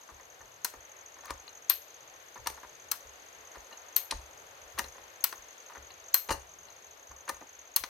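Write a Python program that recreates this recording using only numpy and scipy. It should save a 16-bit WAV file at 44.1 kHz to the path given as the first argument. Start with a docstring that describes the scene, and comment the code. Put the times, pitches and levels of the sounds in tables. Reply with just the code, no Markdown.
"""Farm jack under a timber frame

In a wood, a steel jack pulls a stump a few metres left of the camera microphones. Sprung pins snap into the bar,
handle and frame knock as the load shifts: noise bursts driving banks of steel and timber modes.
The ground thuds as low sways driven by noise; a cricket close by chirps in short falling tones.
Leaves hush behind as shaped noise, and the trunks scatter blows and chirps back as fading hiss."""
import sys
import numpy as np
from scipy import signal
from scipy.fft import rfft, irfft
from scipy.io import wavfile
from scipy.ndimage import uniform_filter1d

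SR = 44100
rng = np.random.default_rng(int(sys.argv[2]) if len(sys.argv) > 2 else 0)


def unload_wav(signal):
    """Save mono or channel-first audio to the path in sys.argv[1] as 16-bit WAV at rate SR, clipped to [-1, 1]."""
    wavfile.write(
        sys.argv[1],
        SR,
        np.round(np.clip(np.atleast_2d(signal).T, -1, 1) * 32767).astype(np.int16),
    )


N = 347930

# Pins snapping home: start_s, pin (0 up stroke, 1 down stroke), brace_db, bright_db (shared among parts),
# lean_db (left minus right, scaled for each part)
PIN_SNAPS = [(0.648, 0, -27, -8, 3.5), (1.6978, 1, -30.5, 1.5, 6.5), (2.9164, 0, -29.5, -3, 4.5),
             (3.9638, 1, -33.5, 3.5, 7), (5.2418, 0, -29, 3, 4.5), (6.1423, 1, -27, 1, 5),
             (7.7634, 0, -29.5, 5.5, 4)]
# One row for each pin: beam_db, brace_db, bar_db, housing_db, pin_db (all over the brace level of the snap),
# rise_s, rattle_s, ring_db (over crack, scaled for each part)
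SNAP_KINDS = [(-18, 0.1, 4.8, 7.8, 11, 0.0012, 0.01, -8), (-16.5, 0.1, 8.1, 11.2, 22, 0.003, 0.0047, 43)]
# The graze just before each snap: same columns as the snap kinds
GRAZE_KINDS = [(-12.5, -23, -2.5, 7.4, 12.5, 0.0021, 0.025, -10),
               (-40, -24, -6, 4, -15, 0.00086, .009, -11)]
# How much of bright_db each part takes, beam to pin: share
BRIGHT_SHARE = (0.01, 0.01, 0.58, 0.43, 0.86)
GRAZE_LEAD_S, GRAZE_LEAN_DB = (.0024, .0027), (4, 0)  # for each pin; the lean is added to that of the snap
BOUNCE_LAG_S, BOUNCE_DB = (.0083, .0096), (-18, -16)  # for each pin; level over the snap
# What the pins ring with, before scatter: pitch_hz, level_db, t60_s
BAR_MODES = [(867, -48, 0.12), (1134, -2, 0.028), (1473, -5.5, 0.00524), (1846, -9.5, 0.059),
             (3000, -16.5, 0.042), (3720, -26, 0.057), (4230, 0.5, 0.021), (5370, -10, 0.026),
             (6370, -2, 0.003), (7650, -8, 0.016), (8240, -9, 0.0076), (11700, -33, 0.03), (12500, -5, .02),
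             (12790, 0, .025), (12980, -1, .02), (13200, -7, .02), (13200, -28, 0.019), (13700, -13, 0.018)]

# Handle and housing clacking as the load shifts: start_s, brace_db, beam_db (over brace), bar_db (over brace),
# step_db (bar to housing), rattle_s, ring_db (over crack, scaled for each part)
CLACKS = [(1.254, -42, -24, -3.5, 3.5, .027, -10), (1.304, -27, -5, -5, -1, 0.018, -8),
          (2.47, -23, -10.5, -2.5, 2.1, 0.057, -0.5), (2.499, -43, 6, 4.5, 0.5, 0.013, -9),
          (4.109, -35, -8, 14, -4, 0.02, -4), (4.121, -25.5, -5, -8.5, -14, 0.016, -10),
          (4.786, -29, -2, 1.5, 2, .03, -8), (4.791, -19, -14.5, -10.5, 2.7, 0.013, 4),
          (4.841, -47, 5, 9, -8, 0.0079, 2.5), (5.325, -30.5, -13.5, -6, -2.5, 0.028, -4),
          (6.288, -27, -2.5, -4, -6, 0.055, 1.5), (6.305, -22, -2.5, -7, -2.5, 0.017, 27),
          (6.31, -24.5, 1, -4.5, 0.5, 0.026, -27), (6.319, -32.5, -10, 0, 1.2, 0.1, 8),
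          (7.29, -25.5, -11, -4.5, 1.6, 0.032, -5), (7.294, -26.5, -7.5, -14, 3.5, 0.029, 5),
          (7.837, -28.5, -9.5, -0.3, -3, 0.034, 0)]
CLACK_RISE_S, CLACK_LEAN_DB = .0031, 5
PIN_STEPS, PIN_DROP_DB = 2.7, -8.5  # the pin part lies this many steps from the bar, and this much lower still
# Timber frame tapping as it settles: start_s, level_db, beam_db (added to the beam alone)
FRAME_TAPS = [(0.089, -40.5, -8), (0.198, -43, -9), (0.407, -44.5, -3), (0.738, -40, 0.5),
              (1.165, -47, -17), (1.236, -42, -19), (2.356, -39, -1), (2.367, -41.5, -20), (2.575, -41, -7),
              (2.632, -37, -6.5), (3.554, -39.5, -1), (3.712, -44.5, 0), (4.951, -45, -5),
              (4.982, -39.5, -3.5), (5.699, -39.5, -19), (5.75, -37, -5.5), (5.762, -41, -0.5),
              (7.11, -42.5, -4.5), (7.411, -42, 4)]
# Chain links ticking: start_s, level_db
CHAIN_TICKS = [(1.478, -39.5), (3.725, -41.5), (5.904, -43), (6.683, -49)]
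# The handle dragging into a clack: start_s, level_db
HANDLE_SCRAPES = [(1.185, -46), (1.274, -40), (1.29, -34), (2.458, -30.5), (3.545, -42.5), (4.777, -29.5),
                  (5.717, -43), (7.278, -32.5)]
# Colour of a tap: beam_db, brace_db, bar_db, housing_db, pin_db (over the event level), rise_s, rattle_s,
# ring_db (over crack, scaled for each part), lean_db (left minus right, scaled for each part);
# negative times stand for the shortest that blows() allows
TAP_KIND = (-2.5, -0.5, -10.5, -18, -21, -0.03, -0.03, -4, 3)
# Colour of a chain tick: same columns as the tap
TICK_KIND = (-19, -6, 0, -18, -20, .002, .016, 7, 6)
# Colour of a scrape: same columns as the tap
SCRAPE_KIND = (-12, 0, -11, -17, -26, .025, .055, 2, 4.5)
# What the knocks ring with, before scatter: pitch_hz, level_db, t60_s
FRAME_MODES = [(282, -31.5, 0.15), (562, 4.5, 0.13), (684, -18, 0.027), (899.6, 12, 0.031),
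               (1063, 10.5, 0.015), (1203, 11.5, 0.029), (1450, 3.5, 0.0094), (1794, 6, 0.0083),
               (2880, 0, .05), (4110, -1, .04), (4460, -6, .02), (6210, 7.5, 0.023), (6130, -1, 0.0076),
               (6860, 4, 0.018), (8840, -1, 0.009), (10170, -24, .03), (12150, 14.5, 0.013),
               (13500, -20.5, .03)]

# Band limits of the five parts beam, brace, bar, housing, pin: edge_hz
PART_EDGES_HZ = (250, 900, 2400, 5200, 10500, 16500)
# The camera body shades treble most, so higher parts lean further: factor on lean_db, beam to pin
PART_LEAN = (.5, .75, 1.0, 1.05, 1.3)
MODE_SCATTER, SPOT_DB = .005, 2  # each blow shifts the modes by this share and varies their strength

# Stump and boots shaking the ground: start_s, peak_db
GROUND_THUDS = [(0.107, -53.5), (0.395, -59), (0.749, -54), (1.298, -42.5), (1.716, -62), (2.376, -51),
                (2.469, -52), (2.629, -60), (3.04, -55), (3.555, -50), (4.121, -36.5), (4.617, -57),
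                (4.737, -51), (4.802, -47.5), (4.871, -59), (5, -60), (5.369, -59), (5.764, -51),
                (6.293, -32), (6.337, -40.5), (7.085, -50.5), (7.307, -56.5), (7.798, -52)]
GROUND_HZ, GROUND_T60_S = 67.5, .36  # main sway pitch, and the time that push and sways take fractions of

# Chirps longer, shorter or off the pace of the even pairs: start_s, wing strokes
ODD_CHIRPS = [(0.207, 3), (0.298, 3), (0.516, 3), (0.614, 2), (0.697, 1), (0.804, 3), (0.964, 3),
              (1.184, 2), (1.375, 3), (1.528, 3), (1.817, 2), (2.2, 2), (2.44, 3), (2.542, 2), (2.598, 1),
              (2.63, 1), (2.796, 3), (2.884, 2), (2.97, 1), (3.005, 2), (3.771, 3), (4.052, 2), (4.147, 2),
              (4.214, 3), (4.373, 3), (4.464, 3), (4.55, 2), (4.675, 3), (4.77, 3), (4.92, 3), (5.267, 3),
              (5.354, 2), (5.482, 3), (5.578, 3), (5.661, 2), (5.732, 3), (5.823, 3), (6.038, 3),
              (6.129, 3), (6.274, 2), (6.357, 1), (6.469, 4), (6.585, 4), (6.821, 3), (7.027, 1),
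              (7.069, 3), (7.161, 3), (7.252, 3), (7.775, 2), (7.86, 1)]
# Song level over time, before stroke scatter: time_s, level_db
SONG_LEVEL = [(0, -49.5), (.55, -49), (.85, -46.5), (1.7, -47.5), (2.0, -48), (2.8, -49), (3.5, -46),
              (4.1, -47), (4.45, -50), (5.4, -46.5), (6.5, -47), (7.5, -46.5)]
# Echoes from nearby wood and soil, every other one with the ears swapped: lag_s, level_db
CRICKET_ECHOES = [(.0075, -52), (.012, -22), (.0145, -23), (.0165, -18)]
SONG_START_S, SONG_END_S = .012, 7.9
PAIR_PERIOD_S, PAIR_JITTER_S = .063, .002  # the period stretches a little to fit between odd chirps
REST_S = (.018, .025)  # pause after a chirp of up to two strokes, and after a longer one
STROKE_S, STROKE_GAP_S, STROKE_LEAD_S = .0062, .0221, .0012  # length, start to start, delay of the first
STROKE_HZ = (6850, 5850)  # start and end of the fall, before scatter

# Colour of the background, before overall levelling: pitch_hz, level_db (per Hz)
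HUSH_SPECTRUM = [(30, -22), (82, -11.5), (200, -21), (340, -11), (506, -3), (1800, -8), (4000, -15.5),
                 (5500, -19), (6400, -13.5), (7600, -23), (10500, -26.5), (12300, -16), (14500, -31.5),
                 (16300, -39)]
# Likeness of left and right in the background: pitch_hz, likeness (-1 to 1)
HUSH_ALIKE = [(60, 0.71), (300, 0.81), (640, 0.29), (1400, -0.28), (3100, 0.064), (15000, -0.28)]
# Lean of the background: pitch_hz, lean_db (left minus right)
HUSH_LEAN = [(60, -3), (300, 0.5), (1300, 3.5), (4400, 6.5), (8000, -1), (15000, 4)]
HUSH_DB = -54  # rms over both channels

WOOD_T60_S = .3  # scatter of the blows
TOP_HZ, CEILING = 16400, .8  # recorder cutoff, and the level its peaks bend towards


def amp(db):
    """Decibels to gain."""
    return 10 ** (np.asarray(db) / 20)


def fade(n, t60):
    """A decay of 60 dB in t60 seconds."""
    return np.exp(-np.log(1000) * np.arange(n) / SR / t60)


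def ring(x, hz, t60):
    """One mode driven by x: a two-pole resonator with gain near 1 at its peak."""
    radius = np.exp(-np.log(1000) / (t60 * SR))
    angle = 2 * np.pi * hz / SR
    feedback = [1, -2 * radius * np.cos(angle), radius * radius]
    return signal.lfilter([2 * (1 - radius) * np.sin(angle)], feedback, x)


def band(x, lo_hz, hi_hz):
    """Steep band-pass."""
    edges = [lo_hz, min(hi_hz, .45 * SR)]
    return signal.sosfilt(signal.butter(3, edges, "bandpass", fs=SR, output="sos"), x)


def on_log_hz(table, hz):
    """A spectrum table read at hz, interpolated over log frequency."""
    at, value = np.transpose(table)
    return np.interp(np.log(np.maximum(hz, 1)), np.log(at), value)


def walk(rate):
    """Random levels held 1 / rate s and slewed twice; spread near 1."""
    k = int(SR / rate)
    steps = np.repeat(rng.standard_normal(N // k + 1), k)
    smooth = uniform_filter1d(uniform_filter1d(steps, k), k)
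    return np.sqrt(20 / 11) * smooth[:N]


def add(out, s, sound, pan_db):
    """Mix a sound in at time s, leaning left by pan_db."""
    i = int(s * SR)
    sound = sound[..., :N - i]
    out[:, i:i + sound.shape[-1]] += amp([[pan_db / 2], [-pan_db / 2]]) * sound


def pin_snaps():
    """Steel pins strike the bar and set its modes ringing."""
    # tuples run beam, brace, bar, housing, pin
    return blows(snap_rows(), BAR_MODES, crack_db=-22.0, grit_db=2.0, unlike=.78,
                 shiver_db=(-10.0, 2.0, -10, -10.5, -30.5), shiver_s=(.0704, .092, .17, .17, .22),
                 sing_db=(-3, -2.5, -22.5, -19.5, -2.5), free=(.31, .3, .22, .26, 1))


def snap_rows():
    """Each pin grazes the bar, snaps home under its spring and bounces once."""
    rows = []
    for s, pin, db, bright_db, lean_db in PIN_SNAPS:
        pin = round(pin)
        level = db + bright_db * np.array(BRIGHT_SHARE)
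        graze, snap = GRAZE_KINDS[pin], SNAP_KINDS[pin]
        graze_lean_db = lean_db + GRAZE_LEAN_DB[pin]
        rows.append((s - GRAZE_LEAD_S[pin], *(level + graze[:5]), *graze[5:], graze_lean_db))
        rows.append((s, *(level + snap[:5]), *snap[5:], lean_db))
        bounce_level = level + snap[:5] + BOUNCE_DB[pin]
        rows.append((s + BOUNCE_LAG_S[pin], *bounce_level, *snap[5:], lean_db))
    return rows


def frame_knocks():
    """Handle, housing, chain and timber knock and ring with the frame modes."""
    # tuples run beam, brace, bar, housing, pin
    return blows(knock_rows(), FRAME_MODES, crack_db=-6.0, grit_db=5.5, unlike=.49,
                 shiver_db=(-7.5, -7.5, -13, -11, -20.0), shiver_s=(.15, .077, .048, .083, .08),
                 sing_db=(-9.5, -2, -7, -1, 5), free=(.44, .34, 2.8, .71, .8))


def knock_rows():
    """Clacks bring their own colour; taps, ticks and scrapes share that of their kind."""
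    rows = []
    for kind, table in ((TAP_KIND, FRAME_TAPS), (TICK_KIND, CHAIN_TICKS), (SCRAPE_KIND, HANDLE_SCRAPES)):
        for s, db, *beam_db in table:  # only taps have a beam column
            beam = db + sum(beam_db) + kind[0]
            rows.append((s, beam, *(db + np.array(kind[1:5])), *kind[5:]))
    for s, db, beam_db, bar_db, step_db, rattle_s, ring_db in CLACKS:
        bar = db + bar_db
        pin = bar + PIN_STEPS * step_db + PIN_DROP_DB
        parts_db = (db + beam_db, db, bar, bar + step_db, pin)
        rows.append((s, *parts_db, CLACK_RISE_S, rattle_s, ring_db, CLACK_LEAN_DB))
    return rows


def blows(table, modes, crack_db, shiver_db, shiver_s, grit_db, unlike, free, sing_db):
    """Each blow is a gritty burst of contacts and a dying shiver; every part answers with modes and a dry crack."""
    out, n = np.zeros((2, N)), SR // 4
    for s, *parts_db, rise_s, rattle_s, ring_db, lean_db in table:
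        grit = amp(grit_db * uniform_filter1d(rng.standard_normal(n), size=24) * np.sqrt(24))
        shared, *own = rng.standard_normal((3, n))
        # a large frame reaches each ear a little differently
        chatter = (shared + unlike * np.array(own)) * grit
        chatter *= 1 - fade(n, max(rise_s, 1 / SR))
        burst = chatter * fade(n, max(rattle_s, .001))
        spot, shift = rng.standard_normal((2, len(modes)))
        for k, db in enumerate(parts_db):
            lo, hi = PART_EDGES_HZ[k:k + 2]
            shiver = chatter * amp(shiver_db[k]) * fade(n, shiver_s[k])
            part = amp(crack_db) * (burst + shiver)
            # the shiver drives the modes at its own gain
            contacts = burst + amp(sing_db[k]) * shiver
            for (hz, mode_db, t60), strength, detune in zip(modes, spot, shift):
                if lo <= hz < hi:
                    gain = amp(mode_db + free[k] * ring_db + SPOT_DB * strength)
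                    part = part + gain * ring(contacts, hz * (1 + MODE_SCATTER * detune), t60)
            part = band(part, .9 * lo, hi)
            # level each part by twice its loudest short-time rms
            power = uniform_filter1d(np.mean(part ** 2, axis=0), size=128)
            peak = 2 * np.sqrt(power.max())
            add(out, s, amp(db) * part / peak, PART_LEAN[k] * lean_db)
    return out


def ground_thuds():
    """A soft noisy push sets three low ground modes swaying; loose soil roughens the sway."""
    out, n = np.zeros((2, N)), SR // 2
    hz, t60 = GROUND_HZ, GROUND_T60_S
    for s, peak_db in GROUND_THUDS:
        push = rng.standard_normal((2, n)) * fade(n, .5 * t60) * (1 - fade(n, .02))
        # mostly common to both ears, a little opposed
        push = push[0] + .148 * push[1] * np.array([[1], [-1]])
        sway = ring(push, hz, .7 * t60)
        sway = sway + amp(-6) * ring(push, .72 * hz, .6 * t60)
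        sway = sway + amp(-13) * ring(push, 1.64 * hz, .2 * t60)
        sway = band(sway, 34, 134)
        add(out, s, amp(peak_db) * sway / np.abs(sway).max(), 0)
    return out


def cricket():
    """Each wing stroke is a falling tone with a faint octave; nearby wood and soil return short echoes."""
    out, t = np.zeros((2, N)), np.arange(int(STROKE_S * SR)) / SR
    shape = np.sin(np.pi * (t / STROKE_S) ** .75) ** .7
    # each stroke's level throbs 430 times a second
    shape = shape * (1 - .22 * np.cos(2 * np.pi * 430 * t))
    fall_hz = np.linspace(*STROKE_HZ, len(t))
    for s, strokes in chirp_rows():
        db = np.interp(s, *np.transpose(SONG_LEVEL))
        for k in range(strokes):
            late, pitch, size, lean = rng.standard_normal(4)
            phase = 2 * np.pi * np.cumsum(fall_hz) * (1 + .006 * pitch) / SR
            tone = shape * (np.sin(phase) + amp(-21) * np.sin(2 * phase))
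            start = s + STROKE_LEAD_S + k * STROKE_GAP_S + .00051 * late
            add(out, start, amp(db + 2.2 * size) * tone, 1.3 + 1.1 * lean)
    echoes = np.zeros((2, N))
    for k, (lag_s, db) in enumerate(CRICKET_ECHOES):
        ears = out[::(-1) ** k]
        echoes += amp(db) * np.roll(ears, int(lag_s * SR), axis=1)
    return out + echoes


def chirp_rows():
    """Pairs of strokes fill the time between the odd chirps at a nearly even pace."""
    rows, start = [], SONG_START_S
    for s, strokes in ODD_CHIRPS + [(SONG_END_S, 0)]:
        strokes = round(strokes)
        pairs = max(round((s - start) / PAIR_PERIOD_S), 0)
        for at in np.linspace(start, s, pairs, endpoint=False):
            rows.append((at + PAIR_JITTER_S * rng.standard_normal(), 2))
        rows.append((s, strokes))
        start = s + strokes * STROKE_GAP_S + REST_S[strokes > 2]
    return rows


def trunks(x, t60, db, lo_hz):
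    """Scattered returns from trunks and bank: a fading hiss, unlike in the two ears."""
    n = int(SR * .6)
    rise = 1 - fade(n, .019)
    tail = band(rng.standard_normal((2, n)), lo_hz, 15600) * fade(n, t60) * rise
    tail = tail / np.sqrt(np.sum(tail ** 2, axis=1, keepdims=True))
    return amp(db) * signal.fftconvolve(x, tail, axes=1)[:, :N]


def hush():
    """Leaves, far insects and microphone hiss: shaped noise whose octaves swell together and flicker alone."""
    hz = np.fft.rfftfreq(N, 1 / SR)
    alike = np.clip(on_log_hz(HUSH_ALIKE, hz), -1, 1)
    mid, side = rfft(rng.standard_normal((2, N))) * np.sqrt([1 + alike, 1 - alike])
    lean = on_log_hz(HUSH_LEAN, hz) / 2
    ears = np.array([(mid + side) * amp(lean), (mid - side) * amp(-lean)])
    ears = ears * amp(on_log_hz(HUSH_SPECTRUM, hz))
    out, swell_db = 0, walk(.52)
    for octave in range(5, 15):  # centred on 2 ** octave Hz, overlapping as triangles
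        share = np.clip(1 - np.abs(np.log2(np.maximum(hz, 1)) - octave), 0, 1)
        gusty_db = 4.0 if octave < 8 else .8  # the bass heaves far more than the hiss
        out = out + irfft(ears * share, N) * amp(1.0 * swell_db + gusty_db * walk(6.0))
    return out * amp(HUSH_DB) / np.std(out)


def scene():
    """All sources, with the blows and the cricket scattered by the wood."""
    pins = pin_snaps()
    frame = frame_knocks()
    song = cricket()
    near = pins + frame + ground_thuds() + song
    scattered = trunks(pins, WOOD_T60_S, -16.5, 600) + trunks(frame, WOOD_T60_S, -12.5, 370)
    scattered = scattered + trunks(song, .068, -8, 2200)
    return near + scattered + hush()


def record(dry):
    """The recorder rounds the loudest peaks and cuts the top."""
    rounded = CEILING * np.tanh(dry / CEILING)
    return signal.sosfilt(signal.ellip(8, .2, 70, TOP_HZ, fs=SR, output="sos"), rounded)


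dry = scene()
out = record(dry)
unload_wav(out)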